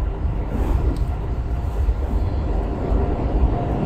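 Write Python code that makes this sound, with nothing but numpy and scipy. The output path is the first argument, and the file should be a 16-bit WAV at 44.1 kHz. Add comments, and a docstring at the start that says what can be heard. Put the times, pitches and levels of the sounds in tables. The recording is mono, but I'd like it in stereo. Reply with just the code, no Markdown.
"""A booming, roaring railway carriage rolls along a viaduct into a station: two spaced microphones at the window.
Boom, rumble, roar and treble are patchy noise lifted at the carriage's resonances, louder under the station roof.
Narrow hums, thuds, knocks and a faint wheel squeal come from below, as noise bands and wavering sines;
a tone stands across the carriage. Close by, cloth brushes in short strokes of hiss and a few small things
tick as decaying noise."""
import sys
import numpy as np
from scipy import signal
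from scipy.fft import rfft, irfft, next_fast_len
from scipy.io import wavfile
from scipy.ndimage import uniform_filter1d, map_coordinates

SR = 44100
rng = np.random.default_rng(int(sys.argv[2]) if len(sys.argv) > 2 else 0)


def master_out(mix):
    """Clip the mix to full scale and print it as 16-bit PCM to the path in sys.argv[1]."""
    frames = np.transpose(np.atleast_2d(mix))
    ceiling = np.clip(frames, -1, 1)
    pcm = np.round(ceiling * 32767).astype(np.int16)
    wavfile.write(sys.argv[1], SR, pcm)


N = 169785

# Swell of the wheel noise before jolts: (time [s], roar [dB], treble [dB], rail hiss [dB])
ROAR_SWELL = [(0, -33.5, -39.5, -64), (.2, -36, -40.5, -63), (.45, -33.5, -38, -62), (.55, -31, -36, -61),
              (.68, -29.5, -33, -55), (.74, -35.5, -36.5, -55.5), (.85, -33.5, -38.5, -57),
              (.92, -31, -37.5, -57), (.97, -34.5, -39.5, -53), (1.15, -33, -38.5, -61),
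              (1.42, -33.5, -40.5, -58), (1.8, -35, -38.5, -57.5), (2.1, -33, -38.5, -58.5),
              (2.4, -30.5, -38.5, -58), (2.8, -26.5, -37.5, -57.5), (3.15, -24, -35, -58),
              (3.45, -26, -36.5, -59), (3.83, -25, -34, -57)]
# Train sound at the spaced microphones: (frequency [Hz], likeness [0-1], lead of the right one [rad])
MICROPHONE_PAIR = [(30, .985, 0), (90, .98, 0), (200, .92, -.05), (330, .88, .2), (460, .5, 1.1),
                   (650, .45, 3), (900, .1, 3), (1800, .25, 1.5), (2400, .25, 3.3), (3000, .2, 4.7),
                   (4300, .3, 6.3), (5600, .3, 9.4), (7500, .7, 12.5), (9000, .7, 14)]


def amp(db):
    """Decibels to gain."""
    return 10 ** (np.asarray(db) / 20)


def unit(x):
    """Scaled to rms 1."""
    return x / np.sqrt(np.mean(x ** 2) + 1e-20)


def along(points, hz):
    """Each column after the frequency, read on a log frequency axis."""
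    f, *cols = np.transpose(points)
    return [np.interp(np.log(hz + 1), np.log(f + 1), c) for c in cols]


def curves(rows):
    """One value per sample for each column after the time."""
    s, *cols = np.transpose(rows)
    return [np.interp(np.arange(N) / SR, s, c) for c in cols]


def wobble(rate):
    """A smooth random curve, rate knots a second."""
    knots = rng.standard_normal(int(N * rate / SR) + 4)
    return map_coordinates(knots, [np.arange(N) * rate / SR])


def filtered(x, response, mirror="even"):
    """x times a complex response of frequency; mirrored ends keep the edges smooth."""
    edge = SR // 8
    x = np.pad(x, [(0, 0)] * (x.ndim - 1) + [(edge, edge)], mode="reflect", reflect_type=mirror)
    m = next_fast_len(N + 2 * edge)
    spectrum = rfft(x, m) * response(np.fft.rfftfreq(m, 1 / SR))
    return irfft(spectrum, m)[..., edge:edge + N]


def spread(pair, gain, arrival):
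    """Two unrelated signals made into left and right; arrival(hz) gives likeness and right's lead."""
    def mid_side_gain(hz):
        turn = np.arccos(np.clip(arrival(hz)[0], 0, 1)) / 2
        return gain(hz) * [np.cos(turn), np.sin(turn)]

    def lead(hz):
        return np.exp(.5j * np.outer([-1, 1], arrival(hz)[1]))

    mid, side = filtered(pair, mid_side_gain)
    return filtered(np.array([mid + side, mid - side]), lead)


def from_train(hz):
    """Likeness and lead of the train's sound at the two microphones."""
    return along(MICROPHONE_PAIR, hz)


def from_nearby(hz):
    """A close source reaches the left microphone a little later, in step at one frequency."""
    likeness, lag_s, in_step_hz = .87, 1.62e-4, 7450
    return likeness + 0 * hz, 2 * np.pi * lag_s * (hz - in_step_hz)


def peak(hz, centre_hz, width_hz):
    """Gain of one resonance."""
    return 1 / (1 + (2 * (hz - centre_hz) / width_hz) ** 2)


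def resonant_noise(hz, width_hz):
    """Noise of rms 1 through one resonance, spread like the train's sound."""
    return unit(spread(rng.standard_normal((2, N)), lambda f: peak(f, hz, width_hz), from_train))


def patchy_noise(patchy_db):
    """Two noises sharing patches of random gain in time and frequency."""
    z = signal.stft(rng.standard_normal((2, N)), nperseg=512)[2]
    field = uniform_filter1d(rng.standard_normal(z.shape[1:]), 5, 0)
    field = uniform_filter1d(field, 12, 1)
    return signal.istft(z * amp(patchy_db * unit(field)), nperseg=512)[1][:, :N]


def through_carriage(colour, patchy_db):
    """Rolling noise of rms 1, lifted at the carriage's resonances."""
    # Resonances over the broad colour: (frequency [Hz], width [Hz], lift [dB])
    resonances = [(153, 12, 3), (303, 22, 4), (393, 16, 6), (700, 25, 6), (760, 30, 4), (1370, 50, 2),
                  (1950, 150, 2), (2750, 150, 2)]

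    def gain(hz):
        lift = 1 + sum((amp(db) - 1) * peak(hz, centre, width) for centre, width, db in resonances)
        return amp(along(colour, hz)[0]) * lift
    return unit(spread(patchy_noise(patchy_db), gain, from_train))


def rolling():
    """Boom, rumble, roar, treble and rail hiss: coloured noises shaken a little by the same jolts."""
    # Swell of the body before jolts: (time [s], boom [dB], low rumble [dB])
    body_swell = [(0, -20, -37), (.3, -30, -29), (.6, -21.5, -34), (1, -25, -28), (1.3, -24.5, -34),
                  (1.6, -25.5, -31.5), (2, -26, -38), (2.3, -22.5, -33), (2.7, -30.5, -32),
                  (2.95, -23, -33), (3.4, -20, -28), (3.83, -37, -25)]
    # Broad colour of each layer: (frequency [Hz], relative density [dB per Hz])
    boom_colour = [(8, -40), (20, -5), (34, -5), (48, -2), (68, 0), (88, -4), (100, -12), (160, -40),
                   (300, -120)]
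    low_colour = [(30, -120), (70, -36), (105, 2), (125, -1.5), (140, -3.5), (200, -12), (280, -47),
                  (600, -120)]
    roar_colour = [(50, -120), (130, -30.5), (200, 2), (300, -0.5), (350, -2.5), (500, 0), (640, -1),
                   (740, -6), (830, -9.5), (1100, -37.5), (2500, -120)]
    treble_colour = [(200, -120), (500, -53.5), (800, -4), (980, -2), (1250, -13), (1600, -16.5),
                     (2700, -20.5), (3400, -28.5), (4500, -48.5), (8000, -120)]
    hiss_colour = [(1200, -120), (2600, -24.5), (3500, 1.5), (4400, 2.5), (5600, -4.5), (8300, -9),
                   (9300, -23), (12000, -64.5), (16000, -120)]
    jolt = wobble(8.25)
    boom_db, low_db = curves(body_swell)
    roar_db, treble_db, hiss_db = curves(ROAR_SWELL)
    # the factor on jolt is each layer's shake in dB
    return (amp(boom_db + 0.91 * jolt) * through_carriage(boom_colour, patchy_db=-1.0)
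            + amp(low_db + 0.49 * jolt) * through_carriage(low_colour, patchy_db=-0.2)
            + amp(roar_db + 1.22 * jolt) * through_carriage(roar_colour, patchy_db=0.77)
            + amp(treble_db + 0.099 * jolt) * through_carriage(treble_colour, patchy_db=1.62)
            + amp(hiss_db + 0.49 * jolt) * through_carriage(hiss_colour, patchy_db=2.4))


def body_hum():
    """The body's low hum: one sine wavering in pitch and level."""
    # Hum before wavering: (time [s], pitch [Hz], level [dB])
    hum_course = [(0, 48, -30), (.3, 48, -27), (.7, 48.5, -23), (.9, 50, -27), (1.1, 48.5, -25),
                  (1.3, 49, -33), (1.6, 49, -26), (1.9, 49.5, -23), (2.2, 49, -26), (2.4, 49.5, -28),
                  (2.53, 48.6, -19), (2.75, 49, -29), (2.95, 48.5, -25), (3.15, 48.5, -28),
                  (3.35, 49.5, -22), (3.6, 49.5, -25), (3.83, 48, -32)]
    wavers_hz, wavers_db = .6, 1.5
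    hz, db = curves(hum_course)
    level = amp(db + wavers_db * wobble(7.3))
    pitch_hz = hz + wavers_hz * wobble(9.6)
    return level * np.sin(2 * np.pi * np.cumsum(pitch_hz) / SR)


def cross_tone():
    """A tone standing across the carriage: narrow noise, opposite at the two microphones."""
    centre_hz, width_hz, level_db, wavers_db = 668, 22, -47.5, 2
    tone = unit(filtered(rng.standard_normal(N), lambda f: peak(f, centre_hz, width_hz)))
    return np.outer([1, -1], amp(level_db + wavers_db * wobble(4.9)) * tone)


def strands():
    """Narrow hums of wheels and motors: resonant noises that waver, most also following the roar."""
    # Hums: (frequency [Hz], width [Hz], level before swell [dB], share of the roar's swell followed [ratio])
    hum_lines = [(295.8, 39, -45, 1.46), (393.4, 14, -47, 1.1), (701.4, 15, -43.5, 1.25),
                 (757, 30, -54, 1.9), (1377, 82, -51.5, 0.16), (1964, 110, -58.5, 0),
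                 (2840, 170, -68.5, .1)]
    wavers_db = 2
    roar_db = curves(ROAR_SWELL)[0]
    swell_db = roar_db - roar_db.mean()
    return sum(amp(db + share * swell_db + wavers_db * wobble(4.963)) * resonant_noise(hz, width_hz)
               for hz, width_hz, db, share in hum_lines)


def cloth():
    """Cloth brushing close by: a fine grainy hiss that swells and sinks with each stroke."""
    # Strokes: (middle [s], half length [s], level [dB])
    strokes = [(.03, .03, -67), (.37, .07, -66), (.67, .12, -51), (.9, .04, -63), (1.04, .09, -57),
               (1.14, .03, -61), (1.23, .03, -62), (1.38, .06, -64), (1.54, .05, -60), (1.76, .11, -52),
               (2.0, .05, -63), (2.13, .08, -55), (2.26, .04, -63), (2.56, .04, -64), (2.64, .015, -61),
               (2.75, .12, -68), (2.915, .02, -61), (3.38, .05, -65), (3.725, .03, -57)]
    # Colour of the hiss: (frequency [Hz], relative density [dB per Hz])
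    cloth_colour = [(1500, -30), (3000, 0), (6000, -3), (9000, -3), (12000, -3), (15500, -8)]
    rest_db, patchy_db, grain_db = -72, .8, 1
    fall_db = 6  # drop at the half length
    t = np.arange(N) / SR
    power = sum(amp(db - fall_db * np.abs((t - s) / half) ** 2.2) ** 2 for s, half, db in strokes)
    fibres = patchy_noise(patchy_db) * amp(grain_db * (wobble(30) + wobble(400)))
    hiss = unit(spread(fibres, lambda hz: amp(along(cloth_colour, hz)[0]) * (hz > 1500), from_nearby))
    return np.sqrt(power + amp(rest_db) ** 2) * hiss


def thuds():
    """Low thuds through the floor: a few cycles of a sine, swelling and dying."""
    # Thuds: (middle [s], pitch [Hz], top of the swell [dB])
    floor_thuds = [(0.261, 71, -14.5), (0.452, 61, -23), (0.642, 53.6, -23.5), (.77, 56, -35),
                   (.89, 61, -15), (1.032, 56, -16), (1.149, 63, -21), (1.409, 57.5, -20),
                   (1.525, 62.6, -16.5), (1.679, 72, -19.5), (1.812, 66.4, -15.5), (1.901, 58, -14.5),
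                   (2.023, 63, -15), (2.15, 53.5, -14.5), (2.36, 63, -14.5), (2.502, 52, -18.5),
                   (2.709, 55, -19.5), (2.922, 58, -16), (3.039, 55, -24), (3.258, 65, -15),
                   (3.439, 62, -12.5), (3.719, 60.6, -17)]
    half_s = 0.018
    t = np.arange(N) / SR
    total = np.zeros(N)
    for s, hz, db in floor_thuds:
        swell = np.exp(-((t - s) / half_s) ** 2 / 2)
        total += amp(db) * swell * np.cos(2 * np.pi * (hz * (t - s) + rng.random()))
    return total


def knocks():
    """Hollow knocks from below: soft bursts of rumble, each ringing one panel."""
    # Knocks: (start [s], pitch [Hz], width [Hz], level before rise and decay [dB])
    panel_knocks = [(.5, 420, 240, -23), (.54, 240, 130, -23), (.6, 370, 220, -23), (.67, 310, 140, -23),
                    (.79, 380, 180, -23), (.84, 320, 90, -25), (.89, 300, 110, -22), (1.11, 700, 120, -28),
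                    (1.755, 500, 120, -24), (1.88, 480, 130, -26), (2.015, 510, 150, -23),
                    (2.1, 235, 70, -24), (2.55, 310, 70, -24), (2.84, 390, 60, -24), (3.2, 270, 70, -22),
                    (3.3, 520, 90, -26), (3.58, 520, 250, -25), (3.68, 560, 250, -25), (3.79, 190, 45, -22),
                    (3.79, 395, 60, -24)]
    rise_s, t60_s = .012, .25
    t, out = np.arange(N) / SR, np.zeros((2, N))
    for s, hz, width_hz, db in panel_knocks:
        since = np.maximum(t - s, 0)
        rise = 1 - np.exp(-since / rise_s)  # silent until the knock starts
        out += amp(db - 60 * since / t60_s) * rise * resonant_noise(hz, width_hz)
    return out


def ticks():
    """Small things close by: short dry cracks of noise, each with a duller body and a faint tail."""
    # Ticks: (start [s], level before colouring [dB], body over the crack before colouring [dB])
    small_ticks = [(0.9654, -34, 12.5), (1.0777, -43.5, -20), (1.5106, -60, 6), (1.7032, -51, -5),
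                   (2.1852, -55.5, 2), (2.633, -50.5, -7), (2.9032, -54.5, 5), (3.715, -52, 3)]
    # Colours of crack and body: (frequency [Hz], gain [dB])
    crack_colour = [(2500, -71.5), (4500, -38), (6500, -6), (8500, 7), (12000, -14), (14500, 0),
                    (15700, -20.5)]
    body_colour = [(600, -60), (1200, -20), (2500, -11), (3400, -3), (4300, 4), (5200, 2), (6000, -18),
                   (9000, -60)]
    t60_s, tail_t60_s, tail_db = .026, .09, -20
    t = np.arange(SR // 8) / SR
    crack, body = np.zeros((2, N + SR)), np.zeros((2, N + SR))
    snap = 4 * (t == 0)  # first contact, over the rattle
    shape = amp(-60 * t / t60_s) + amp(tail_db - 60 * t / tail_t60_s)
    for s, db, body_db in small_ticks:
        start = round(s * SR)
        span = slice(start, start + len(t))
        crack[:, span] += amp(db) * shape * rng.standard_normal((2, len(t)))
        body[:, span] += amp(db + body_db) * (shape * rng.standard_normal((2, len(t))) + snap)
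    return (spread(crack[:, :N], lambda hz: amp(along(crack_colour, hz)[0]), from_nearby)
            + spread(body[:, :N], lambda hz: amp(along(body_colour, hz)[0]), from_nearby))


def squeal():
    """A faint wheel squeal: unsteady sines that swell once, sagging in pitch as the train slows."""
    # Tones of the squeal: (pitch at the middle [Hz], relative level [dB])
    squeal_lines = [(4130, 0), (3450, -2), (4520, -6), (3290, -5), (4900, -10)]
    middle_s, half_s, level_db = 2.33, .19, -59.5
    sag_per_s, wavers_hz, wavers_db = .06, 50, 2  # sag as a share of the pitch
    u = np.arange(N) / SR - middle_s
    ring = np.zeros(N)
    for hz, db in squeal_lines:
        level = amp(db + wavers_db * wobble(23))
        pitch_hz = hz * (1 - sag_per_s * u) + wavers_hz * wobble(300)
        ring += level * np.sin(2 * np.pi * np.cumsum(pitch_hz) / SR)
    return amp(level_db - 6 * (u / half_s) ** 4) * ring


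def scene():
    """The train's sounds lean left or right by band; squeal, cloth and ticks are added without that lean."""
    # Balance of the train: (frequency [Hz], left over right [dB])
    lean = [(60, -1), (110, -3), (200, -0.5), (380, 3.5), (700, 2.5), (1290, 0), (2380, 1), (4400, -1),
            (8120, -1), (15000, 1)]
    train = rolling() + body_hum() + cross_tone() + strands() + thuds() + knocks()
    train = filtered(train, lambda hz: amp(np.outer([.5, -.5], along(lean, hz)[0])), mirror="odd")
    return train + cloth() + ticks() + squeal()


def record(dry):
    """Nothing is kept above the band limit."""
    top_hz = 15750
    return filtered(dry, lambda hz: hz < top_hz, mirror="odd")


dry = scene()
out = record(dry)
master_out(out)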